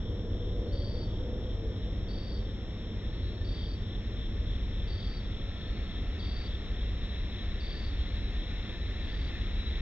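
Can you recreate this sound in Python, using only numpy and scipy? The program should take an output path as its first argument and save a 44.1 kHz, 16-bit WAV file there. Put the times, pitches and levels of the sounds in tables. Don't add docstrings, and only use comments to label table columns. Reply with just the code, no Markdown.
import sys
import numpy as np
from scipy import signal
from scipy.fft import rfft, irfft, next_fast_len
from scipy.io import wavfile

SR = 44100
rng = np.random.default_rng(int(sys.argv[2]) if len(sys.argv) > 2 else 0)


def wav_record(signal):
    frames = np.transpose(np.atleast_2d(signal))
    bounded = np.clip(frames, -1, 1)
    quanta = np.round(bounded * 32767).astype(np.int16)
    wavfile.write(sys.argv[1], SR, quanta)


N = 432621
T = np.arange(N) / SR


def amp(db):
    return 10 ** (np.asarray(db) / 20)


def unit_rms(x):
    return x / np.sqrt(np.mean(abs(x) ** 2) + 1e-24)


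def at_hz(points, hz):
    f, value = np.transpose(points)
    return np.interp(np.log(hz + 1), np.log(f + 1), value)


def gain_curve(points):
    times_s, db = np.transpose(points)
    return amp(np.interp(T, times_s, db))


def add(mix, start_s, sound):
    part = mix[max(round(start_s * SR), 0):][:len(sound)]
    part += sound[:len(part)]


def bins_hz():
    return np.fft.rfftfreq(2 * next_fast_len(N // 2 + SR // 2), 1 / SR)


def complex_noise(*shape):
    return rng.standard_normal((*shape, 2)) @ [1, 1j]


def wander(width_hz, t=T):
    count = 8192
    hz = np.fft.fftfreq(count, T[-1] / count)
    slow = np.fft.ifft(complex_noise(count) * np.exp(-(hz / width_hz) ** 2))
    return np.interp(t, np.linspace(0, T[-1], count), unit_rms(slow))


def tone(hz, width_hz, t=T, steady=.55):
    waver = wander(width_hz, t)
    waver /= np.sqrt(np.clip(steady * abs(waver) ** 2 + 1 - steady, .05, None))
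    phase = 2 * np.pi * np.cumsum(hz * np.ones(len(t))) / SR
    return np.sqrt(2) * (waver * np.exp(1j * phase)).real


# f/Hz, coherence/0-1
PORT_COHERENCE = [(50, 0.99), (200, 0.96), (500, 1), (1000, 0.87), (1400, .88), (1800, 1), (3300, 0.91),
                  (3900, 0.96), (6500, 0.3)]

def noise(spectrum, modes=(), coherence=PORT_COHERENCE):
    hz = bins_hz()
    modes_db = sum(db / (1 + (2 * (hz - mode_hz) / width_hz) ** 2) for mode_hz, width_hz, db in modes)
    left, other = complex_noise(2, len(hz))
    shared = np.clip(at_hz(coherence, hz), 0, 1)
    right = shared * left + np.sqrt(1 - shared ** 2) * other
    return unit_rms(irfft(np.array([left, right]) * amp(at_hz(spectrum, hz) + modes_db))[:, :N])


def scatter(x, t60_s, delay_s, channels=2):
    t = np.arange(0, delay_s + t60_s, 1 / SR)
    out = 0
    for drift in (np.cos(T), np.sin(T)):
        tail = rng.standard_normal((channels, len(t))) * amp(-60 * t / t60_s) * (t > delay_s)
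        wet = signal.oaconvolve(x[None], tail, axes=1)[:, :N]
        out += drift * wet * np.std(x) / np.std(wet, axis=1, keepdims=True)
    return out


# f/Hz, relative level/dB
AIR_SPECTRUM = [(300, -2.5), (1000, 0), (1500, -1.5), (1900, 0.5), (2500, -11.5), (4200, -17.5),
                (5000, -15.5), (5900, -19.5), (6900, -19), (7600, -19.5), (8000, -29.5), (8400, -56.5)]

def night_air(level_db=-61):
    return amp(level_db) * noise(AIR_SPECTRUM, coherence=[(500, .87), (1400, .66), (3000, .98), (5500, .14)])


# start/s, end/s, start f/Hz, end f/Hz, width/Hz, level/dB
WHEEL_MOANS = [(0, 1.07, 485, 496, 19, -48.5), (0.5, 1.07, 570, 554, 18, -53.5),
               (1.05, 1.72, 497, 498.6, 14, -49), (1.5, 1.82, 450, 435, 6.5, -47),
               (2.3, 2.6, 470, 550, 16, -53), (1.701, 2.5, 490, 550, 28, -59),
               (0.8, 1.45, 917, 917, 21, -66.5), (.1, 1.36, 1000, 1029, 31, -69.5),
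               (4, 10.2, 690.6, 710, 34, -64.5), (4.501, 7, 1330, 1320, 62, -65.5)]

def wheel_moans():
    out = np.zeros(N)
    for start_s, end_s, start_hz, end_hz, width_hz, db in WHEEL_MOANS:
        t = T[(T > start_s) & (T < end_s)]
        fade = np.sqrt(abs(np.sin(np.pi * (t - start_s) / (end_s - start_s))))
        glide_hz = np.linspace(start_hz, end_hz, len(t))
        add(out, start_s, amp(db) * fade * tone(glide_hz, width_hz, t, steady=.53))
    return out


# f/Hz, width/Hz, level/dB
HUM_PARTIALS = [(93.56, 2, -39), (112.1, 2, -43.5), (171.8, 4.3, -53.5), (217.8, 12, -50)]
# t/s, gain/dB
HUM_GAIN = [(0, -.5), (1.1, -1.3), (2.5, -6.5), (3.3, -3), (4.2, -3.5), (5, -5.5), (6.2, -7.5), (7.4, -10),
            (8.3, -13.5), (9.8, -10.5)]

def engine_hum():
    partials = sum(amp(db) * tone(hz, width_hz, steady=.75) for hz, width_hz, db in HUM_PARTIALS)
    return gain_curve(HUM_GAIN) * partials


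# f/Hz, relative level/dB
RUMBLE_SPECTRUM = [(10, -28), (22, -6), (32, -3.5), (42, 1), (65, -2.5), (80, -8), (97, -11), (125, -22),
                   (150, -27), (220, -49.5), (400, -120)]
# t/s, level/dB
RUMBLE_HEAVE = [(0, -33.5), (1, -34), (2.3, -34.5), (2.75, -39), (3.1, -33), (3.8, -35.5), (4.4, -33),
                (5.6, -34.5), (6.2, -33.5), (7.2, -35), (7.9, -32.5), (8.7, -34), (9.8, -31.5)]

def ground_rumble():
    return gain_curve(RUMBLE_HEAVE) * noise(RUMBLE_SPECTRUM)


# f/Hz, relative level/dB
ROAR_SPECTRUM = [(90, -18), (140, -1.5), (205, 1.5), (260, -2.5), (330, -5), (480, -9), (600, -14),
                 (800, -22.5), (1200, -28), (2500, -45)]

def wheel_roar(start_db=-43.5, fall_db_per_s=.26):
    return amp(start_db - fall_db_per_s * T) * noise(ROAR_SPECTRUM + [(6000, -100)])


# f/Hz, relative level/dB
DRONE_SPECTRUM = [(200, -19.5), (310, 2), (400, -2.5), (480, 4), (560, -8.5), (640, -6), (800, -22),
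                  (1200, -29), (2000, -51)]

def far_drone(start_db=-47.5, hold_s=1.5, fall_db_per_s=6.5, floor_db=-66.5):
    dying = amp(start_db - fall_db_per_s * np.maximum(T - hold_s, 0))
    return np.hypot(dying, amp(floor_db)) * noise(DRONE_SPECTRUM + [(6000, -100)])


# f/Hz, relative level/dB
RAIL_SPECTRUM = [(500, -8.5), (900, -6.5), (1350, -4.5), (1600, -5), (2050, 1.5), (2500, -2.5), (3000, -6),
                 (3550, 1.5), (3950, 0), (4150, -7), (4600, -15.5), (5000, -15.5), (5800, -24), (6500, -23),
                 (7200, -31), (7900, -35), (8400, -74)]
# f/Hz, width/Hz, boost/dB
RAIL_RESONANCES = [(1785, 120, 6), (2690, 120, 6), (3540, 96, 3), (6600, 200, 4.5)]

def rail_hiss(start_db=-64, rise_db=23, rise_tau_s=8.7, flicker_db=1):
    nearing_db = start_db + rise_db * (1 - np.exp(-T / rise_tau_s))
    gain = amp(nearing_db + flicker_db * wander(width_hz=13).real)
    return gain * noise(RAIL_SPECTRUM, RAIL_RESONANCES)


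# centre/s, length/s, boost/dB
RAIL_SWELLS = [(3.3, 0.32, 9), (5.5, .3, 3.5), (7.15, .2, 4), (7.422, .3, 5), (8.27, .35, 7), (9.1, .35, 3),
               (9.68, 0.19, 5.5)]

def rail_ring(hz=3895, start_db=-73, rise_db_per_s=1.72, waver_db=1):
    swell_db = sum(db * np.exp(-(2 * (T - centre_s) / length_s) ** 2)
                   for centre_s, length_s, db in RAIL_SWELLS)
    gain = amp(start_db + rise_db_per_s * T + swell_db + waver_db * wander(width_hz=3).real)
    return gain * tone(hz, width_hz=65, steady=.066)


# f/Hz, relative level/dB
CHORUS_SPECTRUM = [(1500, -61.5), (2600, -25), (2950, -11.5), (3200, -2.5), (3450, 0), (3700, -2),
                   (3930, -10), (4100, -25), (4400, -37), (8000, -81)]

def cricket_chorus(level_db=-57.5, throb_db=1.5, peak_s=.11, period_s=.344, in_step_s=9, wing_hz=41):
    flutter = 1 + .17 * np.sin(2 * np.pi * wing_hz * T + 2 * wander(width_hz=4.1).real)
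    in_step = np.exp(-(T / in_step_s) ** 4)
    throb = in_step * np.cos(2 * np.pi * (T - peak_s) / period_s)
    return amp(level_db + throb_db * throb) * flutter * noise(CHORUS_SPECTRUM)


# start/s, end/s, level/dB
FAR_CRICKET_CHIRPS = [(.64, 1.0, -66), (3.08, 3.5, -67), (5.545, 5.97, -65.5), (7.849, 8.197, -64)]

def far_cricket(hz=4295, wing_hz=40, fade_s=.05):
    gate = sum(amp(db) * np.clip(np.minimum(T - start_s, end_s - T) / fade_s, 0, 1)
               for start_s, end_s, db in FAR_CRICKET_CHIRPS)
    flutter = 1 + .38 * np.sin(2 * np.pi * wing_hz * T)
    return gate * flutter * tone(hz, width_hz=74)


def wing_stroke(hz, phase_turns, rise_s, fall_s=.0047, glide=.016, sag=.085, rasp_db=-23, grain_db=-20):
    t = np.arange(-rise_s, fall_s, 1 / SR)
    knots_s = np.r_[rise_s * np.array([-1, -.8, -.4, -.13]), fall_s * np.array([0, .24, .6, 1])]
    swell = np.interp(t, knots_s, [.0092, .36, .4, .7, .94, .9, .33, .056])
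    early_drop = glide * np.clip(1.5 + 2 * t / rise_s, 0, 1)
    late_drop = sag * np.maximum(t / fall_s, 0) ** 1.9
    phase = 2 * np.pi * (np.cumsum(hz * (1 - early_drop - late_drop)) / SR + phase_turns)
    tooth_strikes = rng.standard_normal((2, len(t)))
    teeth, grain = unit_rms(signal.fftconvolve(tooth_strikes, np.hanning(SR // 600)[None], "same"))
    wing_tone = (1 + amp(grain_db) * grain) * np.sin(phase)
    rasp = amp(rasp_db) * teeth * np.sin(1.1 * phase)
    return swell * (wing_tone + rasp)


# delay/s, left/dB, right/dB
SURFACE_ECHOES = [(.00433, -7, -9), (0.0105, -11, -11.5), (0.0154, -9, -9.5), (.078, -20, -18.5)]

def near_paths(song, echo_send, close_db=-5, field_db=-13, left_lag_s=28e-6):
    direct = song * amp([[-.3], [-1.2]])
    echoes = np.zeros((2, N))
    for delay_s, *sides_db in SURFACE_ECHOES:
        for side, db in zip(echoes, sides_db):
            add(side, delay_s, amp(db) * echo_send)
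    close = amp(close_db) * scatter(echo_send, t60_s=.11, delay_s=.009, channels=1) * amp([[1], [-2.5]])
    hz = bins_hz()
    lag = np.exp(-2j * np.pi * hz * np.array([[left_lag_s], [0]]))
    near = irfft(rfft(direct + echoes + close, 2 * (len(hz) - 1)) * lag)[:, :N]
    return near + amp(field_db) * scatter(echo_send, t60_s=.6, delay_s=.018)


# first stroke/s, last stroke/s, level before gain/dB, onset cut/dB, warm-up/strokes, echo/dB
NEAR_CHIRPS = [(0.733, 1.04, -43.5, 1.5, 1.1, 0.5), (2.094, 2.375, -44, 2, 1.1, -0.5),
               (3.454, 3.74, -44.5, 2, 0.97, 0.5), (4.884, 5.174, -44, 2, 1.2, 1),
               (6.202, 6.462, -43, 2, 1.1, 0), (7.611, 7.874, -43, 1, 1, -1.5),
               (9.03, 9.276, -50, 11.5, 2.6, -7)]

def near_cricket(hz=4638, ring_hz=4612, stroke_s=.0239, rise_s=.0108, uneven_db=.8, gain_db=-1.7):
    song, echo_send = np.zeros((2, N))
    for first_s, last_s, db, onset_cut_db, warm_strokes, echo_db in NEAR_CHIRPS:
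        slip_turns = 0
        count = round((last_s - first_s) / stroke_s) + 1
        for k, due_s in enumerate(np.linspace(first_s, last_s, count)):
            detune, late, slip, force = rng.standard_normal(4)
            softness = np.exp(-(k / warm_strokes) ** 2)
            peak_s = due_s + .0004 * late
            slip_turns += .28 * slip
            arch = np.sin(np.pi * (due_s - first_s) / (last_s - first_s))
            pitch_hz = hz * (1 + .004 * arch - .004 * softness + .0021 * detune)
            stroke = wing_stroke(pitch_hz, ring_hz * peak_s + slip_turns, rise_s)
            stroke *= amp(db + gain_db - onset_cut_db * softness + uneven_db * force)
            add(song, peak_s - rise_s, stroke)
            add(echo_send, peak_s - rise_s, amp(echo_db) * stroke)
    return near_paths(song, echo_send)


# f/Hz, relative level/dB
SIZZLE_SPECTRUM = [(11500, -44.5), (13200, -16), (14000, -5.5), (14800, 0.5), (15200, -3), (15700, -1),
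                   (16500, -30.5)]
# t/s, level/dB
SIZZLE_BUILD = [(0, -116), (1.5, -108), (2.6, -99), (5.5, -99), (9.8, -95)]

def sizzle(flicker_db=2.5):
    gain = gain_curve(SIZZLE_BUILD) * amp(flicker_db * wander(width_hz=9).real)
    return gain * amp([[-1.5], [1.5]]) * noise(SIZZLE_SPECTRUM, coherence=[(12000, .7), (16000, .7)])


# t/s, level/dB
RAIL_PIPS = [(3.13, -58), (3.38, -56), (3.42, -56.5), (5.603, -55), (5.655, -56), (5.97, -57), (7.75, -53),
             (8.528, -53), (9.036, -53), (9.136, -54), (9.437, -54)]

def rail_pips(hz=1780, length_s=.04):
    out = np.zeros(N)
    t = np.arange(0, length_s, 1 / SR)
    for centre_s, db in RAIL_PIPS:
        pip = np.hanning(len(t)) * tone(hz, width_hz=15, t=t, steady=.85)
        add(out, centre_s - length_s / 2, amp(db) * pip)
    return out


# last stroke/s, level before gain/dB
RASPY_CHIRPS = [(3.659, -45), (3.954, -47), (4.265, -45.5), (4.556, -46), (4.825, -45.5), (5.077, -45),
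                (5.419, -46.5), (5.663, -46.5), (5.987, -45.5), (6.279, -45), (6.554, -44.5),
                (6.835, -45.5), (7.147, -47.5), (7.419, -45), (7.740, -46), (8.083, -46.5), (8.444, -47),
                (8.722, -48), (9.117, -46), (9.463, -47.5), (9.759, -46.5)]

def raspy_cricket(hz=3470, stroke_s=.0235, length_s=.022, sweep=.322, grit=.32, wet_db=-8, gain_db=-.7):
    song = np.zeros(N)
    t = np.arange(0, length_s, 1 / SR)
    for last_s, db in RASPY_CHIRPS:
        for remaining in range(5):
            detune, late, force = rng.standard_normal(3)
            pitch_hz = hz * (1 + .01 * detune + sweep * (.5 - t / length_s))
            carrier = np.exp(2j * np.pi * np.cumsum(pitch_hz) / SR)
            teeth = unit_rms(signal.fftconvolve(complex_noise(len(t)), np.hanning(SR // 250), "same"))
            stroke = (unit_rms(1 + grit * teeth) * carrier).real * np.hanning(len(t))
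            onset_cut_db = 3 * (remaining / 4) ** 3
            centre_s = last_s - remaining * stroke_s + .0004 * late
            add(song, centre_s - length_s / 2, amp(db + gain_db - onset_cut_db + .53 * force) * stroke)
    return song + amp(wet_db) * scatter(song, t60_s=.16, delay_s=.0073, channels=1)


# f/Hz, left lead/rad
PORT_LEAD = [(30, 0.05), (400, -.1), (900, -.7), (1400, -.75), (1650, -.1), (2300, -1.2), (3300, -1.25),
             (4200, -2.1), (6300, -4.3)]
# f/Hz, left minus right/dB
PORT_SHADING = [(40, 0.5), (250, -0.6), (600, 1.2), (1000, -2), (1400, -5), (1750, 1), (2100, 3.5),
                (2550, 1), (3500, 4.5), (4200, 5.5), (6500, -1.5)]

def microphone_ports(x):
    hz = bins_hz()
    left = amp(at_hz(PORT_SHADING, hz) / 2) * np.exp(1j * at_hz(PORT_LEAD, hz) / 2)
    return irfft(rfft(x, 2 * (len(hz) - 1)) * np.array([left, 1 / left]))[:, :N]


def scene():
    air = night_air()
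    train = wheel_moans() + engine_hum() + ground_rumble() + wheel_roar() + far_drone()
    rails = rail_hiss() + rail_ring() + rail_pips()
    crickets = cricket_chorus() + raspy_cricket() + far_cricket()
    return microphone_ports(air + train + rails + crickets) + near_cricket() + sizzle()


def electronic_whine(hz=5521.5, buzz_hz=29.7, buzz_depth=.13):
    phase = 2 * np.pi * hz * T + np.array([[2.04], [0]])
    fundamental = amp([[-62.2], [-82]]) * np.sin(phase)
    octave = amp([[-98], [-111]]) * np.sin(2 * phase)
    buzz = 1 + buzz_depth * signal.sawtooth(2 * np.pi * buzz_hz * T, .9)
    return np.sqrt(2) * (fundamental + octave) * buzz


def record(dry, cutoff_hz=15800):
    faded = (dry + electronic_whine()) * signal.windows.tukey(N, .0004)
    lowpass = signal.firwin(255, cutoff_hz, window=("kaiser", 9), fs=SR)
    return signal.oaconvolve(faded, lowpass[None], "same")


dry = scene()
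out = record(dry)
wav_record(out)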